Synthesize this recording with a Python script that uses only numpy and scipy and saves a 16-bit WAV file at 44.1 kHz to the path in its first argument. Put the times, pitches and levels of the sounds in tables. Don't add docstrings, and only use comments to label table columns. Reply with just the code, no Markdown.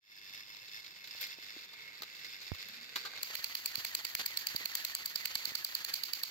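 import sys
import numpy as np
from scipy import signal
from scipy.fft import rfft, irfft
from scipy.io import wavfile
from scipy.ndimage import uniform_filter1d

SR = 44100
rng = np.random.default_rng(int(sys.argv[2]) if len(sys.argv) > 2 else 0)


def log_audio(samples):
    frames = np.atleast_2d(samples).T
    limited = np.clip(frames, -1, 1)
    pcm = np.round(limited * 32767).astype(np.int16)
    wavfile.write(sys.argv[1], SR, pcm)


def field_ratio(decibels):
    return 10 ** (np.asarray(decibels, dtype=float) / 20)


N = 277830
TIME = np.arange(N) / SR


# frequency in Hz, relative density in dB per Hz.
HUSH_SPECTRUM = [(18, -83), (30, -51), (103, -4.5), (245, -9), (371, -7.5), (407, -9.5), (546, -15.5),
                 (1200, -10.5), (1560, -49), (2640, -120)]
HUSH_DB = -68
# start in seconds, end in seconds, first pitch in Hz,
# last pitch in Hz, width in Hz, left level in dB, right level in dB.
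FUZZY_TONES = [(0, 2, 960, 935, 5, -71, -71.5), (2.62, 2.92, 194, 264, 23, -68, -66),
               (1.42, 1.86, 3560, 3600, 120, -54, -60), (1.72, 1.98, 2230, 2110, 140, -54, -50),
               (2.06, 2.38, 2050, 2120, 110, -58, -54.5), (2.2, 2.55, 5150, 5280, 170, -65, -55)]

# time in seconds, chatter level in dB.
CHATTER = [(0.3, -53.5), (0.45, -55), (1.04, -55.5), (1.18, -50), (1.41, -56), (1.64, -57.5), (1.86, -57),
           (2.15, -54.5), (2.4, -53.5), (3.0, -54), (3.12, -54.5), (3.21, -50.5)]
USUAL_DB = -55
# end in seconds, length in seconds, rise in dB.
SURGES = [(0.408, 0.086, 4), (0.807, 0.1, 4.5), (1.255, 0.057, 7), (1.342, 0.057, 3.5), (1.648, 0.24, 5),
          (1.883, 0.092, 2), (2.35, 0.17, 3), (2.492, 0.026, 3), (2.628, 0.048, 5), (2.778, 0.16, 2),
          (3.018, .05, 8.5), (3.07, 0.045, 5), (3.188, 0.031, 3)]
SURGE_RISE, LET_GO_S = 0.12, 0.01
# time in seconds, share from 0 to 1.
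SECOND_SHARE = [(0, 0.12), (1.3, 0.34), (1.65, 0.58), (1.8, 0.82), (2.05, 0.7), (2.3, 0.46), (2.55, 0.57),
                (2.7, 0.6), (2.95, 0.84), (3.14, 0.97), (3.24, 0.87)]
# frequency in Hz, left gain in dB, right gain in dB.
FIRST_SPECTRUM = [(60, -5, -14), (149, -9.5, -18), (673, -10.5, -18.5), (1750, -0.5, -2), (1617, 1, -0.5),
                  (6260, -4.5, -0.5), (5870, 0, -10), (7600, -12, -3.5), (7400, -43, -35), (8160, -5, -14),
                  (8400, -21, -23.5), (11720, -35.5, -60), (11100, -12, -35), (15700, -17.5, -30)]
# frequency in Hz, left gain in dB, right gain in dB.
SECOND_SPECTRUM = [(60, -14, -12), (152, -6, -16.5), (700, -14, -4.5), (1490, -28, -5.5), (1900, -1.5, 3),
                   (5400, -6, 0.5), (6000, 2.5, -4.5), (7490, 4, -4.5), (7800, -2.5, -59),
                   (8470, -14.5, -45), (8700, -24, -58), (11200, -33, -63), (11520, -13, -32),
                   (15100, -18, -50)]
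# frequency in Hz, width in Hz, left and right height in dB.
FIRST_SHELL = [(1750, 200, 6, 8), (2160, 110, 15, 14), (2650, 140, 11, 14), (3560, 160, 12, 14),
               (4400, 200, 4, 6), (4900, 120, 5, 9), (5200, 260, 11, 14)]
SECOND_SHELL = [(478, 160, 11, 4.1), (1270, 300, 1.7, 1.7), (1520, 190, 1.7, 13.6), (2100, 290, 2.1, 6.1),
                (2412, 15, 26, 6.8), (3950, 840, 18, 12.8), (4630, 510, 0.57, 16), (5540, 130, 2.4, 2.2)]
# level in dB at usual chatter, dB per dB of chatter,
# dB added at full share of the second engine, flicker in dB.
LOW_SHELL = (-55.5, 0.85, 6.5, 0.1)
UPPER_SHELL = (-49, 1.04, -1.4, 0.63)
TREBLE = (-64, 0.96, 3.5, 0.6)
FLICKER_S = 0.023

# time in seconds, nominal onset level in dB,
# treble relative to it in dB, t60 in seconds.
KNOCKS = [(0.348, -44, -22, 0.075), (0.547, -34, -21, 0.013), (0.5672, -36.5, -18.5, 0.024),
          (0.68, -39, -20, 0.05), (0.843, -38, -17, 0.04), (0.8632, -37.5, -20, 0.03),
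          (0.963, -40, -23, 0.03), (1.0405, -37.5, -14, 0.065), (1.0734, -38, -8, 0.034),
          (1.209, -34.5, 1.5, 0.094), (1.2374, -47, -21, 0.072), (1.265, -38, -7, 0.074),
          (1.3054, -39.5, -13, 0.067), (1.7317, -40, -13, 0.059), (2.0202, -27, -9.5, 0.029),
          (2.032, -29, -16, 0.037), (2.149, -40.5, -12, 0.065), (2.1915, -42.5, -14, 0.07),
          (2.245, -38, -14, 0.071), (2.4103, -40.5, -12, 0.18), (2.546, -34.5, -12, 0.05),
          (2.62, -42, -10, 0.026), (2.684, -36, -7, 0.038), (2.9572, -19, -16, 0.069),
          (3.048, -28.5, -21, 0.16), (3.133, -37, -22, 0.096), (3.1807, -34, -29, 0.051)]
RISE_SHARE = 0.033
# frequency in Hz, width in Hz, height in dB.
HOLLOW_MODES = [(390, 55, 18), (880, 330, 21.5), (1214, 100, 34), (1578, 72, 38), (4660, 21, 29),
                (4370, 34, 39), (5250, 71, 17)]
HOLLOW_FROM, HOLLOW_SLOPE = 0.39, 0.94

# time in seconds, left and right level in dB ahead of the high-pass,
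# frequency in Hz, damping in nepers per cycle.
BUMPS = [(1.1515, -34, -38, 490, 3.9), (1.3867, -38.5, -45, 326, 1.5), (1.5665, -38.5, -43.5, 310, 0.61),
         (2.0073, -49, -47, 209, 1.2), (2.5192, -62, -18, 85, 1.3), (3.304, -44, -41, 517, 0.92),
         (3.66, -37, -61, 390, 3), (3.782, -79, -31.5, 118, 2), (4.55, -65, -25.5, 124, 4.5),
         (4.61, -67, -32, 325, 2.2), (4.012, -40, -43, 900, 0.54), (5.16, -50, -42, 130, 3.3),
         (5.357, -47, -40, 110, 3.7), (5.477, -59, -33, 170, 4.7), (5.521, -54, -32, 170, 6),
         (3.14, -52, -48, 590, .5)]

# time in seconds, gearbox ring in dB, body in dB, both at the right port.
SLIPS = [(3.2316, -25.5, -36), (3.353, -26, -29.5), (3.4436, -21.5, -29), (3.5526, -23, -31),
         (3.6593, -22.5, -30), (3.756, -21, -32), (3.8499, -25.5, -27.5), (3.951, -21, -29.5),
         (4.0511, -23.5, -28.5), (4.1519, -25.5, -25.5), (4.2618, -22, -32), (4.373, -19.5, -33),
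         (4.4702, -21.5, -31), (4.563, -20, -40.5), (4.6577, -21.5, -31), (4.753, -25, -33),
         (4.85, -23, -31.5), (4.9513, -23.5, -35.5), (5.06, -24, -52), (5.1591, -18.5, -53),
         (5.257, -23, -25.5), (5.3546, -18.5, -38), (5.455, -20, -48), (5.5534, -20, -40),
         (5.648, -21, -56), (5.7521, -19, -54), (5.8485, -25.5, -36), (5.9402, -20, -34.5),
         (6.0373, -21, -40), (6.1348, -20, -33.5), (6.2352, -21.5, -41)]
# frequency in Hz, left gain in dB, right gain in dB.
CLACK_SPECTRUM = [(100, -6, -13), (1280, -27.5, -12.5), (2270, -58, 4.5), (4160, -19, -11.5),
                  (4750, -23, -13), (6500, -9, -1), (8100, -1.5, -20), (7170, -10.5, -31),
                  (9400, -16.5, -18), (11660, -13.5, -8), (11770, -4.5, -17), (12850, -12, -12.5),
                  (15860, 5.5, 4), (15600, -49, 5.5)]
# frequency in Hz, width in Hz, left and right height in dB.
CLACK_PEAKS = [(4273, 290, -13, 6.5), (4653, 320, 0.5, 9.5), (11670, 130, 7, -30), (13150, 160, 5.5, 4)]
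GEARBOX = CLACK_PEAKS[:2]
# mean level in dB, then scatter in dB.
SNAP_DB = (-26.5, -31.5)
SNAP_SPREAD_DB = (2.5, 1.5)
# time in seconds, base level of the strain in dB, wall return of the clacks in dB.
PUSHING = [(3.24, -51, -38), (3.39, -54, -35.5), (3.96, -52.5, -36), (4.39, -53, -36.5), (5.73, -53, -35.5),
           (6.3, -55.5, -35.5)]
# share of the cycle, mesh in dB and whine in dB over the base level,
# mean whine pitch in Hz as load slows the motor.
STRAIN = [(0, 15, -14, 1810), (.08, 9, 6.5, 2100), (.2, -0.5, 5.5, 2030), (.4, 12.5, 3.5, 2050),
          (.6, 12, 7, 1980), (.85, 8, 9, 1770), (1, 13, -8, 1750)]
# frequency in Hz, left gain in dB, right gain in dB.
MESH_SPECTRUM = [(60, -16, -11), (148, -18.5, -16.5), (675, -11.5, -11.5), (1490, -6.5, -1.5),
                 (2780, -4.5, 1.5), (3810, -2, -2), (5100, -9, -9.5), (7200, -2.5, -9.5), (8000, -31, -27),
                 (8400, -5, -30), (8700, -18, -22), (11150, -25, -45), (11600, -4.5, -34),
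                 (15900, -19, -16)]
# frequency in Hz, left gain in dB, right gain in dB.
RETURN_SPECTRUM = [(300, -79, -23), (1210, -57, -12.5), (2300, -1, -3.5), (4100, -16, 0), (5400, -10, 1),
                   (7730, -7.5, -9.5), (7800, -54, -21), (8320, -9, -12), (8540, -28, -48),
                   (12200, -8, -44), (11400, -4, -20), (12700, -3.5, -8), (13200, 1.5, -14),
                   (16800, -5.5, -24)]

# time in seconds, gain in dB.
FADE_IN = [(0, -55), (.03, -23.5), (.12, -9.5), (.3, -4)]


def evened(x):
    return x / np.sqrt(np.mean(x ** 2) + 1e-20)


def along(rows, at):
    first, *columns = np.transpose(rows)
    return np.array([np.interp(at, first, column) for column in columns])


def colour(points, modes, hz, edge_hz=15780):
    edge = 1 / (1 + (hz / edge_hz) ** 150) / (1 + (45 / (hz + 1)) ** 4)
    lift = 1 + sum(field_ratio(np.c_[db]) / (1 + (2 * (hz - f) / width) ** 2) for f, width, *db in modes)
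    points = np.array(points)
    log_points = np.c_[np.log(points[:, 0]), points[:, 1:]]
    return field_ratio(along(log_points, np.log(hz + 1))) * lift * edge


def causal(x, points, modes):
    log_gain = np.log(colour(points, modes, abs(np.fft.fftfreq(8192, 1 / SR))) + 1e-6)
    response = np.fft.ifft(np.exp(np.conj(signal.hilbert(log_gain)))).real
    taps = response[:, :3000] * np.hanning(6000)[3000:]
    taps = taps / np.sqrt((taps ** 2).sum(1).mean())
    return signal.oaconvolve(x, taps, axes=1)[:, :x.shape[1]]


def split(x, *edges_hz):
    lows = [signal.sosfiltfilt(signal.butter(6, hz, fs=SR, output="sos"), x) for hz in edges_hz]
    return [evened(high - low) for low, high in zip([0] + lows, lows + [x])]


def pair(same, lag):
    a, b = rng.standard_normal((2, N))
    return np.array([np.roll(a, -lag), same * a + np.sqrt(1 - same ** 2) * b])


def teeth(per_s, jitter, spread_db, t60, blur):
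    wander = evened(uniform_filter1d(rng.standard_normal(N), 600))
    turns = np.cumsum(per_s * np.exp(jitter * wander)) / SR
    blows = np.diff(np.floor(turns), prepend=0) * field_ratio(spread_db * rng.standard_normal(N))
    ring = signal.lfilter([1], [1, -field_ratio(-60 / (t60 * SR))], blows)
    return evened(blur + uniform_filter1d(ring, 30))


def resonate(x, hz, width):
    turn = np.exp(2j * np.pi * np.cumsum(hz) / SR)
    r = np.exp(-np.pi * width / SR)
    return evened((turn * signal.lfilter([1 - r], [1, -r], x / turn)).real)


def room_tone():
    waver = field_ratio(1.3 * evened(uniform_filter1d(rng.standard_normal((2, N)), 1500)))
    spectrum = [(f + 1, db, db) for f, db in HUSH_SPECTRUM]
    return field_ratio(HUSH_DB) * evened(causal(pair(0.6, lag=0) * waver, spectrum, []))


def fuzzy_tones():
    out = np.zeros((2, N))
    chatter = teeth(101, .1, 3, .03, .3)
    for start, end, from_hz, to_hz, width, *db in FUZZY_TONES:
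        on = np.interp(TIME, [start, start + .05, end - .05, end], [0, 1, 1, 0])
        hz = np.interp(TIME, [start, end], [from_hz, to_hz])
        narrow = resonate(rng.standard_normal(N) * chatter, hz, width)
        tone = on * resonate(narrow, hz, 4 * width)
        out += field_ratio(np.c_[db]) * np.array([np.roll(tone, -16), tone])
    return out


def rolling():
    chatter_db = along(CHATTER, TIME)[0] - USUAL_DB
    for end, length, db in SURGES:
        risen = end - length * (1 - SURGE_RISE)
        chatter_db += np.interp(TIME, [end - length, risen, end, end + LET_GO_S], [0, db, db, 0])
    second = along(SECOND_SHARE, TIME)[0]
    one = causal(pair(.7, lag=16) * teeth(101, .07, 2.6, .03, .2), FIRST_SPECTRUM, FIRST_SHELL)
    two = causal(pair(.5, lag=16) * teeth(140, .3, 3, .025, .4), SECOND_SPECTRUM, SECOND_SHELL)
    bands = split(np.sqrt(1 - second) * one + np.sqrt(second) * two, 3100, 9500)
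    flicker = evened(uniform_filter1d(rng.standard_normal(N), round(FLICKER_S * SR)))
    out = np.zeros((2, N))
    for band, (db, follow, near_db, flicker_db) in zip(bands, (LOW_SHELL, UPPER_SHELL, TREBLE)):
        out += field_ratio(db + follow * chatter_db + near_db * second + flicker_db * flicker) * band
    return out * np.interp(TIME, [3.22, 3.24], [1, 0])


def knocks():
    blow, out = pair(0.69, lag=11), np.zeros((2, N))
    shell, treble = split(causal(blow, SECOND_SPECTRUM, SECOND_SHELL), 9500)
    ring = evened(causal(blow, [(500, 4.9, 0), (8000, 2.5, 0)], HOLLOW_MODES))
    for s, onset_db, treble_db, t60 in KNOCKS:
        at = slice(round(s * SR), round((s + .3) * SR))
        t = TIME[at] - s
        hollow = np.clip(HOLLOW_SLOPE * (along(SECOND_SHARE, s)[0] - HOLLOW_FROM), 0, 1)
        shape = field_ratio(onset_db - 60 * t / t60) * np.clip(t / (RISE_SHARE * t60), 0, 1)
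        burst = (1 - hollow) * shell[:, at] + hollow * ring[:, at] + field_ratio(treble_db) * treble[:, at]
        out[:, at] += shape * burst
    return out


def bumps():
    t, out = np.arange(4000) / SR, np.zeros((2, N))
    for s, left_db, right_db, hz, damping in BUMPS:
        push = np.cos(2 * np.pi * hz * t) * np.exp(-t * hz * damping) * np.clip(t / 0.00015, 0, 1)
        out[:, round((s - .001) * SR):][:, :len(t)] += field_ratio([[left_db], [right_db]]) * push
    return signal.sosfiltfilt(signal.butter(1, 50, "high", fs=SR, output="sos"), out)


def clacks():
    size = 2048
    out = np.zeros((2, N + size))
    t, hz = (np.arange(size) - size // 2) / SR, np.fft.rfftfreq(size, 1 / SR)
    gain = colour(CLACK_SPECTRUM, CLACK_PEAKS, hz, edge_hz=15920)
    gain = gain * colour([(50, 0, 0), (16000, 0, 0.0088)], CLACK_PEAKS, hz, edge_hz=16600)
    body = (hz < 3600) * hz / (hz + 300)
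    box, top = (hz >= 3600) & (hz < 5600), hz >= 5600
    noise = rng.standard_normal((len(SLIPS), 2, size))
    spread = rng.standard_normal((len(SLIPS), 4))
    for (s, box_db, body_db), (a, b), (u, v, *snap) in zip(SLIPS, noise, spread):
        early_side = np.exp(t / (.0009 * field_ratio(2.2 * u)))
        late_side = np.exp(-t / (.0017 * field_ratio(2.2 * v)))
        envelope = np.where(t < 0, early_side, late_side)
        z = rfft(np.array([0.087 * np.roll(a, -8) + 1.15 * b, a]) * envelope) * gain

        def level(band):
            return np.sqrt((irfft(z * band) ** 2).sum(1, keepdims=True) / (.003 * SR))

        snap_db = np.c_[np.add(SNAP_DB, np.multiply(SNAP_SPREAD_DB, snap))]
        body_gain = field_ratio(body_db) / level(body * (hz > 1500))[1]
        box_gain = field_ratio(box_db) / level(box)[1]
        top_gain = field_ratio(snap_db) / level(hz > 11500)
        z = z * (body * body_gain + box * box_gain + top * top_gain)
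        out[:, round(s * SR) - size // 2:][:, :size] += irfft(z)
    return out[:, :N]


def straining():
    slips = np.r_[np.array(SLIPS)[:, 0], SLIPS[-1][0] + .1]
    cycle = np.interp(TIME, slips, np.arange(len(slips)))
    mesh_db, whine_db, whine_hz = along(STRAIN, cycle % 1)
    pitch, strength = rng.standard_normal((len(slips), 2))[cycle.astype(int)].T
    mesh_noise = pair(.6, lag=8) * teeth(240, .5, 2.8, .022, .4)
    mesh = evened(causal(mesh_noise, MESH_SPECTRUM, GEARBOX))
    sway = 1 + .045 * pitch + .03 * evened(uniform_filter1d(rng.standard_normal(N), 900))
    rasp = rng.standard_normal(N) * teeth(90, 0.47, 1.6, 0.014, 0.83)
    whine = resonate(resonate(rasp, whine_hz * sway, 150), whine_hz * sway, 500)
    whine = np.array([field_ratio(-7.0) * np.roll(whine, -8), whine])
    whine = field_ratio(whine_db + 2 * np.clip(strength, -2, 1)) * whine
    return (TIME > slips[0]) * field_ratio(along(PUSHING, TIME)[0]) * (field_ratio(mesh_db) * mesh + whine)


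def walls():
    slips = np.array(SLIPS)[:, 0]
    delayed = TIME - .0095
    since = delayed - slips[np.maximum(np.searchsorted(slips, delayed) - 1, 0)]
    t60 = np.array([[.45], [.27]])  # seconds, left and right
    decay = field_ratio(-60 * since / t60) * np.clip(since / 0.0071, 0, 1)
    back = causal(pair(0.58, lag=9) * teeth(200, 0.5, 1.5, 0.06, 1.5), RETURN_SPECTRUM, GEARBOX)
    return field_ratio(along(PUSHING, TIME)[1]) * decay * evened(back)


def scene():
    return (room_tone() + fuzzy_tones() + rolling() + knocks() + bumps()
            + clacks() + straining() + walls())


def band_limit(x):
    return signal.sosfilt(signal.butter(12, 16800, fs=SR, output="sos"), x)


def record(dry):
    mix = dry * field_ratio(along(FADE_IN, TIME))
    return band_limit(mix)


dry = scene()
out = record(dry)
log_audio(out)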